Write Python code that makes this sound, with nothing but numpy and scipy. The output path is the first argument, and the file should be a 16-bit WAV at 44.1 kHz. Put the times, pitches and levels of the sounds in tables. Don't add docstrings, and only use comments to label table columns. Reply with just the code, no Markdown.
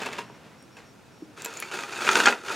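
import sys
import numpy as np
from scipy import signal
from scipy.fft import rfft, irfft, next_fast_len
from scipy.io import wavfile
from scipy.ndimage import uniform_filter1d, map_coordinates

SR = 44100
rng = np.random.default_rng(int(sys.argv[2]) if len(sys.argv) > 2 else 0)


def generate_wav(signal):
    frames = np.transpose(np.atleast_2d(signal))
    scaled = np.clip(frames, -1, 1) * 32767
    pcm = np.round(scaled).astype(np.int16)
    wavfile.write(sys.argv[1], SR, pcm)


N = 112454
TIME = np.arange(N) / SR
RING = np.arange(SR // 4) / SR
FLOOR_DB = -53.5
PACK_MODE_WIDTH = 0.024

# pitch_hz, level_db, t60_s
PENCIL_MODES = [(399, -17.5, 0.031), (888, -14.5, 0.068), (1380, -1, 0.024), (2539, -7.5, 0.033),
                (3540, -13, 0.021), (4570, -33, 0.016), (6590, -16.5, 0.021)]
# pitch_hz, level_db, t60_s
PACK_MODES = [(420, -5.5, .07), (925, -3, 0.063), (1650, -4.5, 0.052), (2625, -1, 0.051),
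              (6770, -16.5, 0.033), (7500, -21, 0.03), (9730, -21, .03)]
# frequency_hz, level_db
SCUFF_SPECTRUM = [(60, -30), (217, -3), (950, -4.5), (2700, -8), (5500, -18.5), (7500, -23.5), (16000, -40)]
# frequency_hz, level_db
FLOOR_SPECTRUM = [(25, -31.5), (125, -4), (330, -8.5), (1400, -19.5), (3100, -27), (6000, -29),
                  (16000, -43.5)]


def amp(db):
    return 10 ** (np.asarray(db) / 20)


def unit(x):
    return x / np.sqrt(np.mean(x ** 2) + 1e-20)


def fade(t, t60):
    return np.exp(-np.log(1000) * t / np.maximum(t60, 1e-4))


def onset(t, rise_s=0.00015):
    return 1 - np.exp(-t / rise_s)


def along(points, hz):
    f, v = np.transpose(points)
    return np.interp(np.log(hz + 1), np.log(f + 1), v)


def level(rows):
    return amp(np.interp(TIME, *np.transpose(rows)))


def filtered(x, response):
    n = x.shape[-1]
    padded = next_fast_len(n + 4096)
    return irfft(rfft(x, padded) * response(np.fft.rfftfreq(padded, 1 / SR)), padded)[..., :n]


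def noise(spectrum, size=N):
    return unit(filtered(rng.standard_normal(size), lambda hz: amp(along(spectrum, hz))))


def grain(rate, depth_db):
    knots = rng.standard_normal(int(N * rate / SR) + 4)
    return unit(amp(depth_db * map_coordinates(knots, [TIME * rate])))


def add(track, start_s, sound):
    i = int(np.clip(round(start_s * SR), 0, N))
    track[i:i + len(sound)] += sound[:N - i]


def tilt(hz, bright_db):
    return amp(bright_db * np.log2(np.clip(hz, 700, 7000) / 1400))


def resonance(modes, peak_db, width):
    return lambda hz: 1 + amp(peak_db) * sum(1 / (1 + ((hz / f - 1) / width) ** 2) for f, _, _ in modes)


def ringing(modes, pitch, bright_db, t, scatter=0.041):
    hz, db, t60 = np.transpose(modes)[:, :, None]
    signs = (-1) ** np.arange(len(hz))[:, None]
    gains = amp(db + rng.uniform(-2, 2, hz.shape)) * tilt(hz, bright_db) * signs
    shifted_hz = hz * pitch * (1 + scatter * rng.uniform(-1.01, 1, hz.shape))
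    return np.sum(gains * np.sin(2 * np.pi * shifted_hz * t) * fade(t, t60), axis=0)


def rumble(gain_db=0):
    return amp(FLOOR_DB + gain_db) * noise(FLOOR_SPECTRUM)


def whine(pitch_hz=5575):
    # start_s, end_s, level_db
    spells = [(0.234, 0.374, -65), (0.583, 0.649, -60.5), (0.718, .79, -62), (0.85, .92, -62.5),
              (1.115, 1.259, -66)]
    gate = sum(amp(db) * ((TIME >= start) & (TIME < end)) for start, end, db in spells)
    tone = np.sin(2 * np.pi * pitch_hz * TIME)
    return uniform_filter1d(gate, size=300) * tone * grain(rate=30, depth_db=1)


def room(x, tail_db=-15.5, walls_db=-11.5):
    # frequency_hz, t60_s
    decay = [(150, 0.39), (4000, 0.14), (12000, 0.033)]
    hz, t, bands = signal.stft(rng.standard_normal(SR // 2), SR, nperseg=256)
    tail = signal.istft(bands * fade(t, along(decay, hz)[:, None]), SR, nperseg=256)[1]
    walls = np.zeros(len(tail))
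    for when, strength in rng.uniform(-1, 1, (12, 2)):
        delay_s = 0.002 + abs(when) * 0.02
        walls[int(delay_s * SR)] += strength
    late = amp(tail_db) * np.roll(tail, SR // 200) / np.linalg.norm(tail)
    early = amp(walls_db) * walls / np.linalg.norm(walls)
    return signal.fftconvolve(x, late + early)[:N]


def sleeve():
    # time_s, level_db
    movement = [(.48, -52.5), (.68, -66.5), (.84, -53.5), (.96, -78)]
    # frequency_hz, level_db
    cloth = [(30, -28), (130, -2.5), (2600, -14), (16000, -50)]
    return level(movement) * noise(cloth) * grain(rate=40, depth_db=1.5)


def pack_scuffs():
    # peak_s, level_db, rise_s, t60_s
    strokes = [(0.026, -33.5, 0.073, 0.31), (0.065, -33, 0.015, 0.22), (0.131, -37, 0.013, 0.27),
               (0.187, -34.5, 0.022, 0.21), (0.771, -45.5, 0.0031, 0.28), (1.45, -34, .002, 0.085)]
    power = np.zeros(N)
    for peak_s, db, rise_s, t60 in strokes:
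        swell = np.exp(np.minimum(TIME - peak_s, 0) / rise_s)
        power += (amp(db) * swell * fade(np.maximum(TIME - peak_s, 0), t60)) ** 2
    body = resonance(PACK_MODES, peak_db=-5.5, width=PACK_MODE_WIDTH)
    rasp = unit(filtered(noise(SCUFF_SPECTRUM), body))
    return np.sqrt(power) * rasp * grain(rate=500, depth_db=3)


def pack_knocks(grit_db=-1.5):
    # start_s, level_db, brightness_db_per_octave
    knocks = [(.022, -31.5, -3), (0.06, -35, 5.5), (.066, -30, -1.5), (0.075, -34, -2), (0.13, -43, 8.5),
              (.187, -29, 0), (.299, -45, -8), (0.768, -47.5, 4.5), (1.46, -33, -2)]
    out = np.zeros(N)
    for start_s, db, bright_db in knocks:
        grit = filtered(noise(SCUFF_SPECTRUM, size=len(RING)), lambda hz: tilt(hz, bright_db))
        grit *= amp(grit_db) * fade(RING, t60=0.018)
        pitch = 1 + PACK_MODE_WIDTH * rng.uniform(-0.63, 0.69)
        ring = ringing(PACK_MODES, pitch, bright_db, RING)
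        add(out, start_s, amp(db) * (ring + grit) * onset(RING))
    return out


def pack_thump(start_s=1.222, gain_db=-24.5):
    # pitch_hz, level_db, t60_s
    modes = [(307, 2, 0.048), (192, -15.5, 0.12)]
    ring = sum(amp(db) * np.sin(2 * np.pi * hz * RING) * fade(RING, t60) for hz, db, t60 in modes)
    out = np.zeros(N)
    add(out, start_s, amp(gain_db) * ring * onset(RING, rise_s=0.0032))
    return out


def ticks_and_taps(mode_spacing=0.101, crack_db=-7):
    # start_s, level_db, pitch_hz, t60_s
    ticks = [(.625, -47, 8930, 0.013), (1.421, -27, 7540, 0.0069), (1.447, -19.5, 11900, 0.003),
             (1.4506, -19, 7500, 0.0059), (1.4595, -19, 7050, 0.0038), (1.539, -30.5, 6650, 0.0072),
             (1.572, -28.5, 6900, 0.019), (1.6015, -18.5, 10540, 0.0053), (1.627, -27, 2226, 0.046),
             (2.0682, -20, 2460, 0.06), (2.1143, -23, 6660, 0.037)]
    out = np.zeros(N)
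    for start_s, db, hz, t60 in ticks:
        ring = np.zeros(len(RING))
        for k in (-1, 0, 1):
            cycles = hz * (1 + k * mode_spacing) * RING + abs(k) * rng.random()
            ring += np.sin(2 * np.pi * cycles) / (1 + 2 * abs(k))
        crack = unit(filtered(rng.standard_normal(len(RING)), lambda f: f / hz / (1 + (f / hz) ** 3)))
        crack *= amp(crack_db) * fade(RING, t60=0.006)
        add(out, start_s, amp(db) * (ring * fade(RING, t60) + crack))
    return out


def pencil_scrape():
    # time_s, level_db
    slide = [(1.49, -74), (1.555, -48), (1.66, -47), (1.72, -67)]
    # pitch_hz, width_hz, level_db
    modes = [(2365, 120, 2.5), (4340, 110, -3.5), (6800, 130, -6)]

    def response(f):
        return sum(amp(db) * 1j * f * width / (hz ** 2 - f ** 2 + 1j * f * width)
                   for hz, width, db in modes)

    slips = rng.standard_normal(N) * grain(rate=150, depth_db=4)
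    sliding = (TIME > slide[0][0]) & (TIME < slide[-1][0])
    return sliding * level(slide) * unit(filtered(slips, response))


def pencil_contact(pitch, bright_db, size, crack_db=-4.5):
    # frequency_hz, level_db
    crack_spectrum = [(120, -23), (700, -12), (1500, 10.5), (3000, -4.5), (7000, -9), (16000, -47)]
    t = RING[:size]
    ring = ringing(PENCIL_MODES, pitch, bright_db, t)
    crack = filtered(noise(crack_spectrum, size), lambda hz: tilt(hz, bright_db)) * fade(t, t60=0.02)
    return (ring + amp(crack_db) * crack) * onset(t)


def pencil_jostle(contacts_per_s=230, scatter_db=4, contacts_db=-1.5, rub_db=-2, pitch_spread=0.047):
    # time_s, level_db
    stir = [(1.357, -64), (1.376, -44), (1.66, -44.5), (1.708, -47.5), (1.724, -35.5), (1.82, -38.5),
            (1.88, -42), (2.05, -31), (2.11, -27.5), (2.14, -27), (2.17, -23.5), (2.24, -27.5),
            (2.285, -27), (2.33, -34.5), (2.37, -47), (2.42, -49), (2.47, -38), (2.55, -32.5)]
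    # frequency_hz, level_db
    rub_spectrum = [(60, -25.5), (330, 2), (700, -2), (1500, -5.5), (3000, -8), (9000, -16), (16000, -33.5)]
    body = resonance(PENCIL_MODES, peak_db=-3, width=0.026)
    rub = unit(filtered(noise(rub_spectrum), body)) * grain(rate=200, depth_db=2.2)
    soft_start = onset(RING[:2048], rise_s=0.0005)
    pitches = np.exp(pitch_spread * np.linspace(-2, 2, 32))
    pencils = [soft_start * pencil_contact(pitch, bright_db=1, size=2048) for pitch in pitches]
    contacts = np.zeros(N)
    for k, (slip, which, force) in enumerate(rng.random((int(contacts_per_s * N / SR), 3))):
        gain = amp(scatter_db * min(-np.log(force), 2))
        add(contacts, (k + 2 * slip) / contacts_per_s, gain * pencils[int(which * len(pencils))])
    return level(stir) * (amp(contacts_db) * unit(contacts) + amp(rub_db) * rub)


def hand_bump():
    # start_s, level_db
    bumps = [(2.27, -23)]
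    # frequency_hz, level_db
    spectrum = [(60, -28), (300, 8), (900, 4), (1400, -42)]
    out = np.zeros(N)
    for start_s, db in bumps:
        add(out, start_s, amp(db) * noise(spectrum, size=len(RING)) * fade(RING, t60=0.2))
    return out


def pencil_clacks(snap_hz=4400, snap_db=-1):
    # start_s, level_db, pitch_ratio, brightness_db_per_octave
    blows = [(1.6241, -25, 0.91, 1.5), (1.714, -30.5, 0.91, 1), (1.740, -30, 1.13, -9),
             (1.789, -25.5, 1.01, 1), (1.836, -25, 0.92, -1.5), (1.929, -37, 0.86, 6.5),
             (1.96, -34, 1.03, 6), (2.0766, -13.5, 1.05, -3), (2.09, -4, 0.99, -2), (2.1553, -6, 1.04, 0),
             (2.202, -13, 1.07, 0), (2.2577, -12, 1.22, 3), (2.2616, -12, 0.97, 3.5),
             (2.269, -7.5, 0.97, -3), (2.274, -8.5, 1.016, -1.5), (2.2835, -9.5, 1.155, -1.5),
             (2.3253, -16.5, 1.05, -3.5), (2.4845, -23, 0.95, 0.5), (2.503, -22.5, 1.04, -12)]
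    snap = amp(snap_db) * np.sin(2 * np.pi * snap_hz * RING) * fade(RING, t60=0.0019) * onset(RING)
    out = np.zeros(N)
    for start_s, db, pitch, bright_db in blows:
        add(out, start_s, amp(db) * pencil_contact(pitch, bright_db, size=4096))
        add(out, start_s, amp(db) * tilt(snap_hz, bright_db) * snap)
    return out


def low_cut(hz, corner_hz=137):
    s = 1j * hz / corner_hz
    return s ** 2 / (1 + np.sqrt(2) * s + s ** 2)


def scene():
    # frequency_hz, side_gain_db
    width = [(1300, -36.5), (6000, -21), (13000, -36)]
    handling = pencil_clacks() + hand_bump() + pack_thump() + pack_scuffs() + pack_knocks()
    handling = filtered(handling + pencil_scrape() + pencil_jostle(), low_cut)
    ticks = filtered(ticks_and_taps(), low_cut)
    direct = handling + ticks
    into_room = handling + amp(-2.5) * ticks
    mid = direct + room(into_room) + whine() + rumble() + sleeve()
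    quarter_cycle_ahead = filtered(direct, lambda hz: 1j)
    diffuse = amp(5) * unit(room(into_room)) * direct.std()
    side = filtered(quarter_cycle_ahead + diffuse, lambda hz: amp(along(width, hz))) + rumble(gain_db=-7)
    return np.array([mid + side, mid - side])


def record(dry, top_hz=15900):
    return filtered(dry, lambda hz: hz < top_hz)


dry = scene()
out = record(dry)
generate_wav(out)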